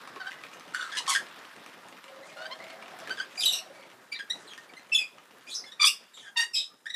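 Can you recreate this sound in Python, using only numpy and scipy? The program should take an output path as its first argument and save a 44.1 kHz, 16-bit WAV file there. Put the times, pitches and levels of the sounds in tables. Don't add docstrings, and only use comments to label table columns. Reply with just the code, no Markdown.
import sys
import numpy as np
from scipy import signal
from scipy.io import wavfile

SR = 44100
rng = np.random.default_rng(int(sys.argv[2]) if len(sys.argv) > 2 else 0)


def invert_db(level):
    return 10 ** (np.asarray(level, dtype=float) / 20)


def master_out(mix):
    frames = np.transpose(np.atleast_2d(mix))
    ceiling = np.clip(frames, -1, 1)
    pcm = np.round(ceiling * 32767).astype(np.int16)
    wavfile.write(sys.argv[1], SR, pcm)


N = 306495

# frequency in Hz, level in dB.
BEAK_HALF_SHUT = [(700, 6), (1500, 6), (2400, -13.5), (3200, 2), (4600, -1), (6500, -1.5), (9500, -1),
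                  (15000, -27)]
BEAK_OPEN = [(700, -2), (1200, 11.5), (2000, 1.5), (3200, 1), (5000, 1), (6000, -6), (6800, -6.5),
             (8000, -7), (9300, -3.5), (10600, -14.5), (15000, -23)]
BEAK_SOFT = [(900, 4.5), (1550, 4.5), (2200, -11), (3100, 1), (4600, 4.5), (6300, -7.5), (9500, -7),
             (15000, -42)]
BEAK_WIDE_OPEN = [(2400, -1), (3200, 1), (4000, 1.5), (5000, 0.5), (6500, -6), (8000, -5.5), (12000, -6),
                  (15000, -34)]
CROW_THROAT = [(500, 4), (800, -4), (1300, -23), (2100, 2), (3000, -20)]

# share of the length to the peak, rise to it in dB, sag after it in dB,
# loudest harmonic at start and at end, fall above it in dB per octave at start and at end.
MUTTER_FADING, MUTTER_SWELLING = (0.14, 5.3, 13, 2, 1.3, 10, 6.5), (0.79, 5.7, 2.1, 1.9, 2.44, 9.9, 9.4)
CHIP, HELD = (0.05, 3, 9.5, -1, 1.5, 4, 8.5), (0.41, 0.87, 3, 1.14, 1.15, 11, 10)
HOOK, UPSTROKE = (-1.2, 0.5, 5, 2, 2, 33, 42), (-4, 12, 2, 2, 1.2, 16, 8.5)
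OPEN_HELD = (.5, 2, 1, 1.66, 1.56, 13, 5.5)
SQUAWK_ARCHED, SQUAWK_HELD = (0.71, 2.2, 12, 1, 0.83, 6, 7), (0.44, 0.99, 1, 1.03, 0.69, 7.7, 7.8)
SQUAWK_SWELLING = (4, 13, -5, 1, 0, 21, 10)
SCREECH_FADING, SCREECH_SWELLING = (-1.2, -16, 6.5, 0.72, 1.5, 1.5, 19), (12, 4, -10, 1.7, 0.2, 7, 4.5)
SCREECH_OPEN = (-1.5, 0, 8.5, 1.36, 1.5, 5.5, 14)
FAR_FADING, FAR_HELD = (0.3, -7, 7, 1.5, 0.5, 1, 13), (0.49, 1, 0.93, 1.18, 1.22, 6.6, 15)
FAR_DULL, FAR_OPEN = (0.81, 2.6, 2.6, 1.4, 1.36, 29, 31), (0.45, 4, 19, 2, 1.6, 9, 9)

MUTTERS = { MUTTER_FADING: [(.198, 0.044, 795, 706, -41.5), (.262, 0.038, 768, 791, -38)],
           MUTTER_SWELLING: [(2.365, 0.076, 704, 737, -44.5), (2.445, 0.025, 764, 786, -40.5)]}
WHISTLES = { CHIP: [(4.19, 0.018, 1745, 1618, -31.5), (4.765, 0.015, 2034, 2067, -40),
            (6.856, 0.015, 1590, 1890, -32.5)], OPEN_HELD: [(3.372, 0.028, 2438, 2390, -35)],
            HELD: [(4.116, 0.022, 2314, 2346, -32.5), (4.69, 0.013, 2400, 2210, -53),
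            (5.466, 0.026, 2290, 2580, -48), (5.637, 0.0076, 1950, 2170, -42.5)],
            HOOK: [(4.144, 0.012, 2055, 1817, -33), (4.157, 0.0089, 1780, 2080, -35.5)],
            UPSTROKE: [(6.895, 0.011, 1754, 1954, -33.5), (6.938, 0.012, 1960, 1850, -27.5)]}
SQUAWKS = { SQUAWK_ARCHED: [(.736, 0.033, 1420, 1460, -37), (5.83, 0.041, 1734, 1564, -46.5)],
           SQUAWK_HELD: [(.778, 0.13, 1500, 1350, -45), (.745, 0.119, 3420, 3800, -52)],
           SQUAWK_SWELLING: [(1.056, 0.0114, 2070, 1950, -32)]}
SCREECHES = { SCREECH_FADING: [(3.445, 0.108, 3030, 2970, -34), (3.452, 0.0665, 3860, 3770, -24.5),
             (3.525, 0.042, 3770, 3820, -28.5), (3.398, 0.052, 5100, 4900, -32),
             (3.52, 0.066, 5700, 5750, -39), (3.57, .045, 4300, 4200, -42)],
             SCREECH_SWELLING: [(3.402, 0.035, 4090, 3190, -28)],
             SCREECH_OPEN: [(3.398, 0.041, 2566, 2450, -39), (3.518, 0.079, 2815, 2812, -29.5)]}
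NEIGHBOURS = { FAR_FADING: [(4.472, 0.015, 4600, 3550, -46), (5.504, .035, 4430, 3890, -44),
              (6.136, 0.033, 3810, 3610, -48)], FAR_DULL: [(2.215, 0.043, 1900, 2210, -51.5),
              (2.265, .03, 2400, 2500, -54), (2.3, 0.035, 2250, 2100, -53), (2.59, 0.055, 1986, 2280, -50),
              (2.68, 0.038, 2245, 2120, -47.5), (3.74, 0.12, 2280, 2260, -54.5),
              (6.68, 0.053, 1204, 1180, -70.5)], FAR_HELD: [(4.484, 0.043, 3380, 3220, -49.5),
              (5.497, 0.039, 3900, 4000, -41), (5.487, 0.037, 3330, 3540, -42.5),
              (6.168, 0.023, 3170, 3670, -48), (6.19, 0.0307, 3700, 3000, -49),
              (6.224, 0.029, 1850, 1700, -56), (6.258, 0.024, 1620, 1590, -51.5),
              (6.155, .04, 3800, 2150, -57.5), (6.24, 0.049, 3500, 3200, -56.5)],
              FAR_OPEN: [(5.66, 0.045, 1763, 1726, -49.5), (5.716, 0.013, 1940, 1860, -45)]}

# time in seconds, pitch in Hz, level in dB, loudest harmonic, fall above it in dB per octave.
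SHRIEKS = [
    [(5.794, 1197, -36.5, 1.3, 7.5), (5.82, 1176, -21, 3.93, 16), (5.832, 1210, -26.5, 1.7, 2)],
    [(5.838, 1101, -12.5, 3.25, 47), (5.852, 1146, -21, 3.5, 6), (5.868, 1224, -24, 3.9, 6)],
    [(5.868, 2470, -24.5, 0.44, -5), (5.885, 2804, -23.5, 0.86, 1.5), (5.9, 2774, -30.5, 0.97, 25.5)],
]
HONK = [
    [(6.355, 957, -39, 1.5, 31), (6.364, 962, -35, 2, 20), (6.372, 921, -29.5, 3.6, 8.5),
     (6.392, 929.5, -31.5, 1.63, 3.5), (6.415, 943.5, -31.5, 2.5, 4.5), (6.441, 924, -37.5, 1.85, 8)],
    [(6.36, 935, -50, 1, 40), (6.38, 930, -46, 1, 40), (6.44, 932, -48, 1, 40)],
]
PIPING = [
    [(4.917, 2662, -26, 0.97, 23), (4.934, 2673, -24, 1, 7), (4.944, 2624, -32.5, 0.92, 2)],
    [(4.941, 3460, -28, 1, 5), (4.96, 3423, -23, 1, 4.5), (4.973, 3210, -22.5, 0.52, 7)],
    [(4.979, 2540, -29.5, 0.99, 5), (5.0, 2605, -29.5, 0.95, 7.5), (5.03, 2425, -36.5, 0.96, 9.5)],
]
CHIRPS = [
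    [(4.298, 1830, -31, 1.7, 3), (4.308, 1950, -30.5, 1.87, 11.5), (4.322, 2033, -36, 1.6, 19)],
    [(.238, 721, -51, 1.7, 16), (.262, 753, -48, 1.9, 14)],
]
SQUABBLE = [
    [(.915, 1740, -32, 1.5, 14), (.945, 1690, -38, 0.8, 9), (.966, 1780, -32.5, 1.1, 11.5)],
    [(.966, 1016, -38, 1.3, 5), (.984, 991, -34.5, 3.5, 9.5), (1.005, 940, -39.5, 1.7, 21)],
    [(1.074, 1218, -32.5, 1, 6.5), (1.1, 1140, -28, 1.8, 2), (1.118, 1020, -31, 2.15, 13.5),
     (1.142, 944, -36.5, 1.9, 1.5)],
    [(1.146, 1760, -25.5, 0.76, 4), (1.165, 1721, -31.5, 0.78, 7.5), (1.192, 1757, -45, 0.61, 12)],
]
CHATTER = [
    [(3.101, 1456, -35, 1, 11), (3.112, 1561, -34.5, 0.84, 6), (3.13, 1540, -40.5, 0.75, 5.5)],
    [(3.171, 1795, -40, 1, 0), (3.182, 1588, -43, 1, 8), (3.19, 1670, -37.5, 1, 4.5)],
    [(3.192, 1480, -41, 1, 4), (3.207, 1543, -32, 0.87, 8), (3.222, 1640, -43.5, 0.75, 4),
     (3.238, 1670, -45, 1, 7)],
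    [(2.5, 921, -40, 0.86, 22), (2.515, 1028, -34, 2, 16), (2.535, 1078, -34, 2.05, 16)],
]
PIERCING = [
    [(6.531, 2760, -41, 2.1, 4), (6.545, 2645, -30, 2.04, 9), (6.557, 2598, -28.5, 2.04, 11),
     (6.59, 2615, -38.5, 1.8, 9), (6.62, 2626, -46, 1.6, 8)],
    [(6.549, 3580, -36, 1, 14), (6.56, 3860, -30.5, 0.93, 12), (6.585, 3840, -34.5, 0.86, 14),
     (6.65, 3796, -48, 0.89, 16)],
    [(6.553, 3280, -39, 1, 8), (6.575, 3260, -42, 0.89, 9), (6.62, 3200, -49, 0.87, 12)],
]
SQUEAL = [
    [(5.537, 6200, -37, 0.91, 22), (5.555, 5900, -33.5, 0.97, 22), (5.6, 5900, -47, 0.91, 22)],
    [(5.54, 4900, -35, 1, 12), (5.555, 5160, -35.5, 0.93, 9), (5.61, 5140, -47, 0.88, 10)],
    [(5.542, 5510, -38, 1, 16), (5.556, 5530, -38, 0.88, 16), (5.59, 5470, -50, 0.75, 16)],
]

# time in seconds, peak in dB.
MESH_TICKS = [(0.0746, -40.5), (0.318, -37.5), (0.5383, -40.5), (0.597, -40), (1.8855, -42), (2.604, -49),
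              (2.8776, -55), (2.989, -37), (3.0014, -40), (3.31, -55), (4.625, -71), (1.286, -43),
              (1.39, -42.5), (4.535, -38), (4.5781, -36.5)]
# time in seconds, peak in dB.
GRIPS = [(.415, -49), (0.4673, -49), (0.679, -49), (1.5637, -44), (1.688, -51), (2.041, -41),
         (2.641, -40.5), (3.0742, -36.5), (3.14, -46), (3.174, -46), (3.9008, -47.5), (4.795, -48.5),
         (5.3512, -102), (5.41, -53), (1.662, -39.5)]
# time in seconds, peak in dB.
STEPS = [(0.1604, -43), (.2698, -82), (0.437, -34), (0.57, -44), (1.5333, -59), (1.9251, -41), (2.369, -44),
         (3.078, -43), (3.826, -47), (4.128, -42), (4.1903, -40.5), (4.736, -46), (5.149, -68),
         (5.184, -48), (5.309, -47), (6.174, -44)]
MESH_KNOCK_DB, STEP_TICK_DB = -10, -12
# frequency in Hz, width in Hz, level in dB.
PERCH = [(330, 240, -5), (650, 400, -3), (1150, 600, 0), (2300, 1600, -3)]
# time in seconds, peak in dB, ring in Hz.
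TAPS = [
    (.0745, -36, 1140),
    (.163, -30, 1100),
    (.166, -37, 400),
    (.317, -36, 1960),
    (.386, -40, 1980),
    (3.074, -34, 1695),
    (4.578, -36, 1840),
    (5.181, -42, 1180),
]
TAP_T60_S = .04

# time in seconds, pitch in Hz, level in dB.
CROW = [
    [(2.05, 535, -62.5), (2.25, 600, -58), (2.42, 649, -49.5), (2.6, 640, -52.5), (2.8, 652, -55.5),
     (3.0, 692.5, -53), (3.2, 600, -75)],
    [(3.36, 752, -53), (3.45, 640, -56), (3.54, 690, -54.5), (3.64, 650, -58), (3.74, 570, -55.5),
     (3.85, 620, -69)],
]
CROW_WAVER = .032

# time in seconds, level in dB.
BUSTLE = [(0, -50.5), (.7, -52.5), (.95, -50.5), (1.25, -50), (2.1, -54.5), (2.9, -51), (3.1, -47.5),
          (3.3, -53), (3.8, -56), (4.0, -59), (4.3, -59), (4.4, -52.5), (4.75, -58), (5.2, -61),
          (5.6, -58.5), (6.08, -64), (6.2, -64), (6.95, -69)]
# start in seconds, length in seconds, peak in dB.
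WING_BEATS = [
    (2.9, 0.49, -61),
]
# start in seconds, length in seconds, peak in dB.
RUFFLES = [
    (2.2, .15, -63.5),
    (3.33, 0.23, -45),
    (4.31, 0.18, -59.5),
    (5.45, 0.17, -50),
    (6.12, 0.23, -64),
    (6.58, 0.14, -62),
]
# frequency in Hz, level in dB per Hz.
AIR_COLOUR = [(18, -63), (30, -25), (64, -23), (168, 1), (476, 3), (587, 3), (1220, 0), (1350, 23.5),
              (1750, -11), (3640, -8.5), (3940, -12.5), (13800, -23), (15300, -26)]
RUMBLE_DB, HISS_DB = -59, -67
RUMBLE_FOLLOWS, HISS_FOLLOWS = 0.73, 0.37
RUMBLE_LUMPS_DB, RUFFLE_TOP_HZ = 3, 10600

# frequency in Hz, time to die by 60 dB in seconds.
WALLS = [(300, 0.09), (1500, 0.19), (4000, 0.15), (8000, 0.2), (14000, 0.18)]
WET_DB, CHATTER_WET_DB = -4, -11


def parrots():
    shrieks = calls(SHRIEKS, BEAK_OPEN, jitter=.022, flutter_db=2.5, rasp=.2, breath_db=-23)
    honk = calls(HONK, BEAK_OPEN, jitter=.013, flutter_db=2.5, rasp=.17, breath_db=-21)
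    pipes = calls(PIPING + CHIRPS, BEAK_OPEN, jitter=.013, flutter_db=2, rasp=.13, breath_db=-32)
    whistles = calls(shaped(WHISTLES), BEAK_OPEN, jitter=.017, flutter_db=3, rasp=.17, breath_db=-26)
    squawks = calls(shaped(SQUAWKS) + SQUABBLE, BEAK_HALF_SHUT,
                    jitter=.065, flutter_db=3, rasp=.55, breath_db=-14, throb_db=3.5)
    screeches = calls(shaped(SCREECHES), BEAK_WIDE_OPEN, jitter=.044, flutter_db=2, rasp=.45, breath_db=-22)
    return shrieks + honk + pipes + whistles + squawks + screeches


def close_chatter():
    chatter = calls(CHATTER, BEAK_SOFT, jitter=.018, flutter_db=2.5, rasp=.25, breath_db=-24)
    mutters = calls(shaped(MUTTERS), BEAK_SOFT, jitter=.022, flutter_db=4, rasp=.3, breath_db=-24, odd_db=-5)
    return chatter + mutters


def calls(notes, throat, **voice):
    out = np.zeros(N)
    for rows in notes:
        at, sound = note(rows, throat, **voice)
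        lowest_hz = .8 * np.min(rows, axis=0)[1]
        cut = signal.butter(6, lowest_hz, "high", fs=SR, output="sos")
        out[at] += signal.sosfilt(cut, sound)
    return out


def shaped(notes_by_shape):
    out = []
    for (peak, rise_db, sag_db, *beak), notes in notes_by_shape.items():
        share = np.array([0, np.clip(peak, .02, .98), 1])
        loudest = beak[0] + (beak[1] - beak[0]) * share
        fall = beak[2] + (beak[3] - beak[2]) * share
        for s, length, first_hz, last_hz, db in notes:
            pitch = first_hz + (last_hz - first_hz) * share
            level_db = [db - rise_db, db, db - sag_db]
            out.append(np.transpose([s + length * share, pitch, level_db, loudest, fall]))
    return out


def note(rows, throat, jitter, flutter_db, rasp, breath_db, odd_db=0, throb_db=0):
    s, *columns = np.transpose(rows)
    at = np.arange(int(s[0] * SR), int((s[-1] + .008) * SR))
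    t, n = at / SR, len(at)
    pitch, level_db, loudest, fall = [np.interp(t, s, c) for c in columns]
    waver = 0.75 * wander(n, 259) + .3 * wander(n, 54.1)
    phase = 2 * np.pi * np.cumsum(pitch * (1 + jitter * waver)) / SR
    out = np.zeros(n)
    for k in range(1, int(15500 / pitch.max()) + 1):
        octaves = np.log2(k / np.clip(loudest, .5, 9))
        shape_db = np.where(octaves > 0, -fall * octaves, 12.96 * octaves)
        shape_db = shape_db + at_hz(throat, k * pitch)
        shape_db += odd_db * (k % 2)
        strength = invert_db(shape_db + flutter_db * wander(n, 110))
        out += strength * np.cos(k * phase + 1.8 * rng.random())
    out *= 1 + rasp * wander(n, 388)
    breath = band(rng.standard_normal(n), 2900, 6100)
    out += invert_db(breath_db) * breath * (1 + np.cos(phase))
    out *= invert_db(throb_db * wander(n, 70))
    attack = np.clip((t - s[0] + .002) / .009, 0, 1) ** 1.5
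    release = np.clip(1 - (t - s[-1]) / .008, 0, 1)
    sound = 1.264 * invert_db(level_db) * attack * release * out
    return at[at < N], sound[at < N]


def claws():
    contacts = [(s, db, db + MESH_KNOCK_DB) for s, db in MESH_TICKS]
    contacts += [(s, db, db) for s, db in GRIPS]
    contacts += [(s, db + STEP_TICK_DB, db) for s, db in STEPS]
    s, tick_db, knock_db = np.transpose(contacts)
    at, ticks, knocks = (s * SR).astype(int), np.zeros(N), np.zeros(N)
    ticks[at], knocks[at] = invert_db(tick_db + 4), invert_db(knock_db + 15)
    shuffle_db = np.interp(np.arange(N) / SR, *np.transpose(BUSTLE)) + 4 * np.minimum(rng.exponential(1, N), 2.2)
    shuffle = (rng.random(N) < 45 / SR) * invert_db(shuffle_db)
    ticks += invert_db(-2) * shuffle
    knocks += invert_db(13) * shuffle
    scratch = rng.choice([-1., 1.], N)
    out = band(signal.lfilter([1], [1, -.98], ticks) * scratch, 1200, 7000)
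    push = signal.lfilter([1], [1, -.99], knocks) * scratch
    for hz, width_hz, level_db in PERCH:
        out += invert_db(level_db) * band(push, hz - width_hz / 2, hz + width_hz / 2)
    return out


def taps():
    out, t = np.zeros(N + SR), np.arange(SR // 10) / SR
    for s, db, hz in TAPS:
        start = int(s * SR)
        ring = np.sin(2 * np.pi * hz * t) * (1 + .3 * wander(len(t), 500))
        out[start:start + len(t)] += invert_db(db - 60 * t / TAP_T60_S) * band(ring, hz / 2, hz * 4)
    return out[:N]


def aviary(x):
    t = np.arange(SR // 2) / SR
    tail = np.zeros(len(t))
    for hz in 170 * 2. ** np.arange(7):
        octave = band(rng.standard_normal(len(t)), hz / 1.41, hz * 1.41)
        tail += octave * invert_db(-60 * t / at_hz(WALLS, hz))
    tail += invert_db(-24 - 60 * t / .5) * band(rng.standard_normal(len(t)), 2000, 6500)
    tail *= np.clip((t - .003) / 0.00048, 0, 1)
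    return signal.fftconvolve(x, tail / np.sqrt(np.sum(tail ** 2)))[:N]


def neighbours():
    plain = calls(shaped(NEIGHBOURS), BEAK_OPEN, jitter=.03, flutter_db=2.5, rasp=.4, breath_db=-24)
    piercing = calls(PIERCING[:1], BEAK_OPEN, jitter=.028, flutter_db=2.5, rasp=.3, breath_db=-22)
    harsh = calls(PIERCING[1:] + SQUEAL, BEAK_OPEN, jitter=.045, flutter_db=3, rasp=.4, breath_db=-22)
    return plain + piercing + harsh


def cockerel():
    out = np.zeros(N)
    for rows in CROW:
        s, hz, db = np.transpose(rows)
        t = np.arange(s[0], s[-1], .001)
        waver = wander(len(t) * 44, 22)[::44]
        pitch = np.interp(t, s, hz) * (1 + CROW_WAVER * waver)
        loudest, fall = np.full(len(t), 1.0), np.full(len(t), 8.3)
        voice = np.transpose([t, pitch, np.interp(t, s, db), loudest, fall])
        at, sound = note(voice, CROW_THROAT, jitter=.075, flutter_db=4, rasp=.4, breath_db=-40)
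        out[at] += sound
    return band(band(out, 440, 2800), 440, 4000)


def surroundings():
    bustle_db = np.interp(np.arange(N) / SR, *np.transpose(BUSTLE))
    swing_db = bustle_db - bustle_db.mean()
    rumble = invert_db(RUMBLE_DB + RUMBLE_FOLLOWS * swing_db + RUMBLE_LUMPS_DB * wander(N, 13.1))
    rumble += swells(WING_BEATS)
    levels = rumble, invert_db(bustle_db), invert_db(HISS_DB + HISS_FOLLOWS * swing_db)
    edges, groups = 30 * 2 ** np.arange(0, 9.4, .5), np.zeros((3, N))
    white = rng.standard_normal((2, N))
    rustle = np.minimum(rng.exponential(1, N // 256 + 1), 5).repeat(256)[:N]
    for k, (low, high) in enumerate(zip(edges, edges[1:])):
        patches_db = 1.5 * wander(N // 8 + 1, 125).repeat(8)[:N]
        grain_db = 1.3 * rustle * min(low / 2000, 1)
        gain = invert_db(at_hz(AIR_COLOUR, np.sqrt(low * high)) + patches_db + grain_db)
        group = int(low > 800) + int(low > 4000)
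        groups[group] += gain * band(white[k % 2], low, high)
    feathers = swells(RUFFLES) * band(groups[2], 3500, RUFFLE_TOP_HZ) / groups[2].std()
    return feathers + sum(level * g / g.std() for g, level in zip(groups, levels))


def swells(rows):
    t = np.arange(N) / SR
    return sum(invert_db(db) * np.sin(np.pi * np.clip((t - s) / length, 0, 1)) ** 2 for s, length, db in rows)


def at_hz(points, hz):
    points_hz, db = np.transpose(points)
    return np.interp(np.log(hz), np.log(points_hz), db)


def wander(n, rate_hz):
    r = np.exp(-2 * np.pi * rate_hz / SR)
    run_in = int(SR / rate_hz)
    slow = signal.lfilter([1], [1, -2 * r, r * r], rng.standard_normal(n + run_in))[run_in:]
    return slow * np.sqrt((1 - r * r) ** 3 / (1 + r * r))


def band(x, low_hz, high_hz):
    return signal.sosfilt(signal.butter(2, [low_hz, high_hz], "band", fs=SR, output="sos"), x)


def scene():
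    close = close_chatter()
    near = parrots() + claws() + taps()
    far = neighbours() + cockerel()
    walls = aviary(invert_db(CHATTER_WET_DB) * close + invert_db(WET_DB) * near + far)
    return (close + near + far + walls + surroundings())[None]


def band_limit(x):
    return signal.sosfilt(signal.butter(12, 15440, fs=SR, output="sos"), x)


def record(dry):
    thin = signal.sosfilt(signal.butter(2, 90, "high", fs=SR, output="sos"), dry)
    thin = signal.sosfilt(signal.cheby2(12, 50, 15780, fs=SR, output="sos"), thin)
    return band_limit(thin)


dry = scene()
out = record(dry)
master_out(out)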